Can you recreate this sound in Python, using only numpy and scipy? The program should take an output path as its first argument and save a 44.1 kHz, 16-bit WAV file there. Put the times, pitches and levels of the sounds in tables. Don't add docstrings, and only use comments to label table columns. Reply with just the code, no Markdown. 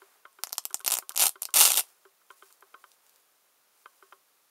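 import sys
import numpy as np
from scipy import signal
from scipy.fft import rfft, irfft
from scipy.io import wavfile
from scipy.ndimage import uniform_filter1d

SR = 44100
rng = np.random.default_rng(int(sys.argv[2]) if len(sys.argv) > 2 else 0)


def materialize(psi):
    bounded = np.clip(np.atleast_2d(psi).T, -1, 1)
    quanta = np.round(bounded * 32767).astype(np.int16)
    wavfile.write(sys.argv[1], SR, quanta)


def boost(x):
    u = np.asarray(x, float) / 20
    return 10 ** u


N = 198625


def rms_one(x):
    return x / np.sqrt(np.mean(x ** 2, axis=-1, keepdims=True) + 1e-20)


def band(x, low_hz, high_hz):
    return signal.sosfilt(signal.butter(2, [low_hz, min(high_hz, 0.45 * SR)], "band", fs=SR, output="sos"), x)


def highpass(x, order, hz):
    return signal.sosfilt(signal.butter(order, hz, "high", fs=SR, output="sos"), x)


def coloured(spectrum):
    hz, db = np.transpose(spectrum)
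    bins = np.arange(N // 2 + 1) * SR / N + 1
    gain = boost(np.interp(np.log(bins), np.log(hz), db))
    return rms_one(irfft(rfft(rng.standard_normal(N)) * gain, N))


def ring(clicks, hz, t60_s):
    decay, turn = boost(-60 / (t60_s * SR)), 2 * np.pi * hz / SR
    return signal.lfilter([0, np.sin(turn)], [1, -2 * decay * np.cos(turn), decay * decay], clicks + 1e-18)


def place(times_s, shapes):
    length = shapes.shape[1]
    out = np.zeros(N + length)
    first = np.round(np.asarray(times_s) * SR).astype(int)
    np.add.at(out, first[:, None] + np.arange(length), shapes)
    return out[:N]


# hz, level_db (per Hz)
HISS_COLOUR = [(25, -20), (60, -16), (150, -11), (280, -9.5), (450, -3.5), (800, -6.5), (1250, -2),
               (1700, -8), (4000, -7), (8000, -8), (12000, -5.5), (15000, -7)]


def hiss(level_db=-67):
    return boost(level_db) * coloured(HISS_COLOUR)


# hz, level_db (per Hz)
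SLIDE_COLOUR = [(300, -25), (1200, -11), (3000, -7), (6000, -3.5), (10500, -1), (15000, -5)]
# hz, level_db (per Hz)
RUB_COLOUR = [(150, -27.5), (400, -2.5), (1200, 0.5), (2500, -8), (6000, -21.5)]
# start_s, length_s, slide_db, rub_db
CLOTH_SLIDES = [
    (0, 0.16, -68, -67.5),
    (0.325, 0.1, -74, -74.5),
    (1.809, 0.09, -61.5, -69.5),
    (2.018, 0.021, -70.5, -76),
    (2.31, 0.011, -64, -76.5),
    (2.376, 0.14, -62.5, -72.5),
    (2.607, 0.1294, -71.5, -71.5),
    (2.798, .14, -66.5, -73),
    (3.042, .16, -68.5, -72),
    (3.753, 0.39, -69.5, -73.5),
]
SLIDE_RISE_DB_PER_S, SLIDE_FALL_DB_PER_S, RUB_FADE_DB_PER_S = 399.5, 150, 51
STILL_SLIDE_DB, STILL_RUB_DB = -80.5, -75.5


def rustle():
    start, length, slide_db, rub_db = np.transpose(CLOTH_SLIDES)[:, :, None]
    t = np.arange(0, N, 64) / SR
    before = np.maximum(start - t, 0)
    after = np.maximum(t - start - length, 0)
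    slide_db = np.max(slide_db - SLIDE_RISE_DB_PER_S * before - SLIDE_FALL_DB_PER_S * after, axis=0)
    rub_db = np.max(rub_db - RUB_FADE_DB_PER_S * (before + after), axis=0)
    grain = rms_one(uniform_filter1d(rng.standard_normal((2, N)), size=400))
    every_s = np.arange(N) / SR
    slide_db = np.interp(every_s, t, np.maximum(slide_db, STILL_SLIDE_DB))
    rub_db = np.interp(every_s, t, np.maximum(rub_db, STILL_RUB_DB))
    slide = boost(slide_db + 1.5 * grain[0]) * coloured(SLIDE_COLOUR)
    rub = boost(rub_db + 0.94 * grain[1]) * coloured(RUB_COLOUR)
    return slide + rub


# start_s, peak_db, hollow_db, ring_db
HOUSING_KNOCKS = [(0.0186, -40.5, -12.5, -20), (0.252, -34.5, -51, -16.5), (0.387, -39.5, -18.5, -22),
                  (0.705, -38, -19.5, -21), (0.803, -36.5, -27, -17), (1.0231, -37.5, -24, -16),
                  (1.1046, -35.5, -39, -15), (1.3553, -36.5, -20.5, -19), (1.487, -37, -35, -15.5),
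                  (2.052, -46, -7, -16), (2.215, -57, -30, -37), (2.457, -58, -25, -30),
                  (2.3029, -34.5, -29, -19), (2.4231, -40, -15.5, -19), (2.5028, -50, -24, -26),
                  (2.6233, -40.5, -15, -18.5), (2.7409, -32.5, -30, -18), (2.8392, -38, -29, -24.5),
                  (3.857, -32.5, -55, -24.5), (4.0243, -42, -13, -14.5), (4.124, -35.5, -23, -16.5)]
# pitch_hz, level_db, t60_s
BODY_MODES = [(1012, -10.5, 0.0365), (1187, -8.5, 0.036), (1360, -5, 0.044), (1534, -8, 0.084),
              (1820, -13, 0.011), (568, -28, 0.12)]
# pitch_hz, level_db, t60_s
HOLLOW_MODES = [(388, 5, .095)]
# pitch_hz, level_db, t60_s
RING_MODES = [(1088, 0, .17), (1264, -8, .13)]
# pitch_hz, level_db, t60_s
EDGE_MODES = [(2150, 5.7, 0.025), (2510, 1.8, 0.014), (3126, 8.7, 0.019), (3780, 6.3, 0.011),
              (4870, 4.6, 0.0074)]
EDGE_DB, REBOUND = -19, 0.42


def knocks(rebound_s=0.00485, touch_s=0.00083, touch=0.11):
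    s, peak_db, hollow_db, ring_db = np.transpose(HOUSING_KNOCKS)
    t = np.arange(160) / SR
    lead_s = 0.001
    out = 0
    groups = [(BODY_MODES, 0), (HOLLOW_MODES, hollow_db), (RING_MODES, ring_db), (EDGE_MODES, EDGE_DB)]
    for modes, group_db in groups:
        for hz, level_db, t60_s in modes:
            late, louder = rng.standard_normal((len(s), 2)).T
            contact = np.exp(-((t - 0.002 + 0.0004 * late[:, None]) / 0.00007) ** 2) / 6.3
            contact = contact * boost(peak_db + group_db + level_db + 1.4 * louder)[:, None]
            first_touch = place(s - touch_s - lead_s, touch * contact)
            blow = place(s - lead_s, contact)
            rebound = place(s + rebound_s - lead_s, REBOUND * contact)
            out = out + ring(first_touch + blow + rebound, hz, t60_s)
    return out


NEAR_DB, NEAR_T60_S = -9.5, 0.063
FAR_DB, FAR_T60_S = -17.5, 0.16


def surroundings(x):
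    t = np.arange(int(0.4 * SR)) / SR
    near = boost(NEAR_DB - 60 * t / NEAR_T60_S) / np.sqrt(NEAR_T60_S * SR / 14)
    far = boost(FAR_DB - 60 * t / FAR_T60_S) / np.sqrt(FAR_T60_S * SR / 14)
    tail = rng.standard_normal(len(t)) * np.hypot(near, far) * np.clip(t / 0.0002, 0, 1)
    return signal.oaconvolve(x, band(tail, 250, 19000))[:N]


# pitch_hz, width_hz, level_db
BACKING_MODES = [(480, 140, -3.5), (746, 450, 2.5), (1330, 170, 2.5)]


def backing(jerk):
    modes = 0
    for k, (hz, width_hz, db) in enumerate(BACKING_MODES):
        modes = modes + (-1) ** k * boost(db) * width_hz * ring(jerk, hz, 2.5 / width_hz)
    return rms_one(rms_one(modes) + 1.3 * rms_one(band(jerk, 440, 2300)))


def hooks(times_s, peak_db, thump_db, loop_db, bright_db, jerk_s=0.0002):
    jerk = rng.standard_normal((len(times_s), 4, 256)) * np.exp(-np.arange(256) / SR / jerk_s)
    thump = boost(thump_db + 0.5)[:, None] * backing(jerk[:, 0])
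    loop = boost(loop_db)[:, None] * rms_one(band(jerk[:, 1], 2200, 4600))
    stem = rms_one(band(jerk[:, 2], 4400, 8000))
    tip = boost(bright_db)[:, None] * rms_one(band(jerk[:, 3], 8000, 13000))
    release = (rms_one(loop + stem + tip) + thump) * np.hanning(512)[256:]
    return place(times_s, release * boost(peak_db - 15.5)[:, None])


def random_hooks(times_s, peak_db, thump_db, loop_db, bright_db, tint_db=3.0):
    tint = tint_db * rng.standard_normal((len(times_s), 3))
    return hooks(times_s, peak_db, thump_db + tint[:, 0], loop_db + tint[:, 1], bright_db + tint[:, 2])


# start_s, peak_db, thump_db, bright_db
STRONG_HOOKS = [(0.4362, -10.5, -9, -1), (0.4712, -26, -4, -6), (0.4935, -31.5, -16, -1),
                (0.524, -29, -12, 5), (0.5264, -31.5, -3, -18), (0.5293, -12, -14, 2.5),
                (0.581, -14.5, -11.5, 9), (0.582, -10, -9.5, 2), (0.6533, -16, -15.5, 5.5),
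                (0.6538, -14, -16, 24), (0.744, -8, -15.5, 8), (0.7459, -17, -13, 15),
                (0.7944, -31, -17, 16), (0.8472, -17.5, -12.5, 6.5), (0.8782, -2.5, -15, 3),
                (0.987, -11.5, -10.5, 5.5), (1.0939, -17, -16.5, 6), (1.1199, -31, -24, 3),
                (1.1598, -18, -18, 6), (1.1648, -12.5, -17.5, 1.5), (1.1764, -5.5, -17.5, 3.5),
                (1.185, -21, -13.5, -0.5), (1.189, -14.5, -14.5, 0.5), (1.282, -12.5, -28, 20),
                (1.2929, -12.5, -18, 12), (1.421, -11.5, -19, 27.5), (1.423, -24, -10.5, 10),
                (1.4314, -17, -18, 5), (1.436, -29, -20.5, 9.5), (1.4537, -15, -18, 3)]
# start_s, peak_db
FIRST_PULL = [(0.8626, -13), (0.866, -13), (0.8696, -16.5), (0.8836, -18), (0.891, -24), (0.9027, -14.5),
              (0.9094, -11.5), (0.9197, -5.5), (0.9236, -8.5), (0.9253, -20.5), (0.9316, -12),
              (0.9343, -27.5), (0.937, -17), (0.9389, -8), (0.9405, -10), (0.9497, -18), (0.9531, -13.5),
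              (0.9698, -13), (0.9746, -29.5), (0.9778, -20)]
# start_s, peak_db, thump_db
STRAY_TICKS = [(0.3292, -50, -21), (0.5041, -44, -5), (0.507, -44, 6), (0.5542, -36.5, -10),
               (0.572, -41, -17), (0.6397, -41, -21), (0.7, -41, -19), (0.709, -37, -15), (0.729, -35, -9),
               (0.7713, -35.5, -19), (0.805, -35, -11), (0.8114, -36, -19), (1.1424, -43.5, -2),
               (1.148, -32, -6), (1.4186, -32.5, -13), (1.506, -41, -24), (1.8376, -40, -1),
               (1.8701, -52.5, -6), (1.889, -49.5, -21.5), (1.9028, -48.5, -9)]
# start_s, peak_db, thump_db, loop_db, bright_db
CLOTH_CREASES = [
    (2.2662, -56, -25, -15, 15),
    (2.3114, -45, -18, -5, 2),
    (2.5262, -39, -22, -5, 8),
    (2.6085, -44, -20, -9, 12),
    (2.9173, -42, -19, -6, 0),
    (3.0659, -47, -17, -2, 1),
    (3.0949, -44, -20, -5, 7),
    (3.1602, -45, -20, -8, 5),
]
CRACKLE_THUMP_DB, CRACKLE_BRIGHT_DB, TICK_BRIGHT_DB = -13, 5.5, 5.5
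LOOP_DB, FIRST_LOOP_DB, LOOPS_TAUT_S = -5.5, -28, 0.58


def lone_hooks():
    s, peak_db, thump_db, bright_db = np.transpose(STRONG_HOOKS)
    loop_db = np.where(s < LOOPS_TAUT_S, FIRST_LOOP_DB, LOOP_DB)
    snaps = hooks(s, peak_db, thump_db, loop_db, bright_db)
    crackle = random_hooks(*np.transpose(FIRST_PULL), CRACKLE_THUMP_DB, LOOP_DB, CRACKLE_BRIGHT_DB)
    ticks = random_hooks(*np.transpose(STRAY_TICKS), LOOP_DB, TICK_BRIGHT_DB)
    return snaps + crackle + ticks + hooks(*np.transpose(CLOTH_CREASES))


# start_s, level_db
PULL_FORCE = [
    [(.86, -30), (.93, -27.5), (.99, -24)],
    [(1.194, -25), (1.222, -20), (1.25, -26), (1.264, -20), (1.28, -30)],
    [(1.54, -31), (1.555, -29), (1.559, -20), (1.611, -13.5), (1.638, -18), (1.648, -27.5)],
    [(1.65, -20.5), (1.675, -19.5), (1.69, -27.5), (1.718, -26.5), (1.723, -42), (1.758, -41), (1.773, -22),
     (1.8, -25.5), (1.809, -27.5)],
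]
# start_s, peak_db
ROW_SURGES = [(1.196, -11.5), (1.2023, -13.5), (1.2145, -11), (1.2221, -9), (1.238, -9), (1.2558, -12.5),
              (1.2668, -9.5), (1.5414, -9), (1.5441, -16.5), (1.5507, -16.5), (1.5582, -9), (1.5716, -10),
              (1.5907, -9), (1.6143, -7), (1.6353, -11.5), (1.6519, -5), (1.6553, -7), (1.661, -12.5),
              (1.6857, -14), (1.704, -12.5), (1.7189, -8), (1.7307, -19), (1.735, -17), (1.741, -13),
              (1.7531, -19.5), (1.7551, -17), (1.7617, -15), (1.774, -10), (1.7783, -12.5), (1.7941, -13)]
SWARM_LEVELS = [-35, -15, -16.5, -14]
BUNCH_GAP_S, BUNCH_DB, BUNCH_SPREAD_DB = 0.003, 6, 3.0
RIP_COLOUR = -15.5, -3, 6


def rips(bunch_s=0.0008, per_s=4000, spread_db=4.0):
    bunches = [np.transpose(ROW_SURGES)]
    for t, pull_db in map(np.transpose, PULL_FORCE[1:]):
        jitter, scatter = rng.random(120), rng.uniform(-0.89, 1.6, 120)
        s = t[0] + BUNCH_GAP_S * (np.arange(120) + 0.8 * jitter)
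        force_db = np.interp(s, t, pull_db, right=-150)
        bunches.append([s, force_db + BUNCH_DB + BUNCH_SPREAD_DB * scatter])
    s, peak_db = np.hstack(bunches)[:, :, None]
    when = s + 0.00027 + bunch_s * rng.uniform(-1.6, 1.8, (len(s), 8))
    share = rms_one(boost(spread_db * rng.standard_normal(when.shape)))
    hook_db = peak_db - 4.5 + 20 * np.log10(share)
    out = random_hooks(when.ravel(), hook_db.ravel(), *RIP_COLOUR)
    for rows, thin_db in zip(PULL_FORCE, SWARM_LEVELS):
        t, pull_db = np.transpose(rows)
        wait, size = rng.random((1100, 2)).T
        when = t[0] + np.cumsum(-np.log(wait)) / per_s
        weak_db = np.interp(when, t, pull_db, right=-150) + thin_db - 1.4 * np.log(size + 0.02)
        out = out + random_hooks(when, weak_db, *RIP_COLOUR)
    return out


def scene():
    peel = lone_hooks() + rips()
    near = highpass(peel + surroundings(peel), 2, 260)
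    taps = highpass(knocks(), 5, 350)
    return (hiss() + rustle() + taps + near)[None]


def roll_off(x):
    return signal.sosfilt(signal.butter(12, 16640, fs=SR, output="sos"), x)


def record(dry):
    x = 0.8 * np.tanh(dry / 0.8)
    x = highpass(x, 1, 150)
    b, a = signal.iirnotch(7930, 60, fs=SR)
    x = signal.lfilter(b, a, x)
    x = signal.sosfilt(signal.ellip(8, 0.5, 50, 15700, fs=SR, output="sos"), x)
    return roll_off(x)


dry = scene()
out = record(dry)
materialize(out)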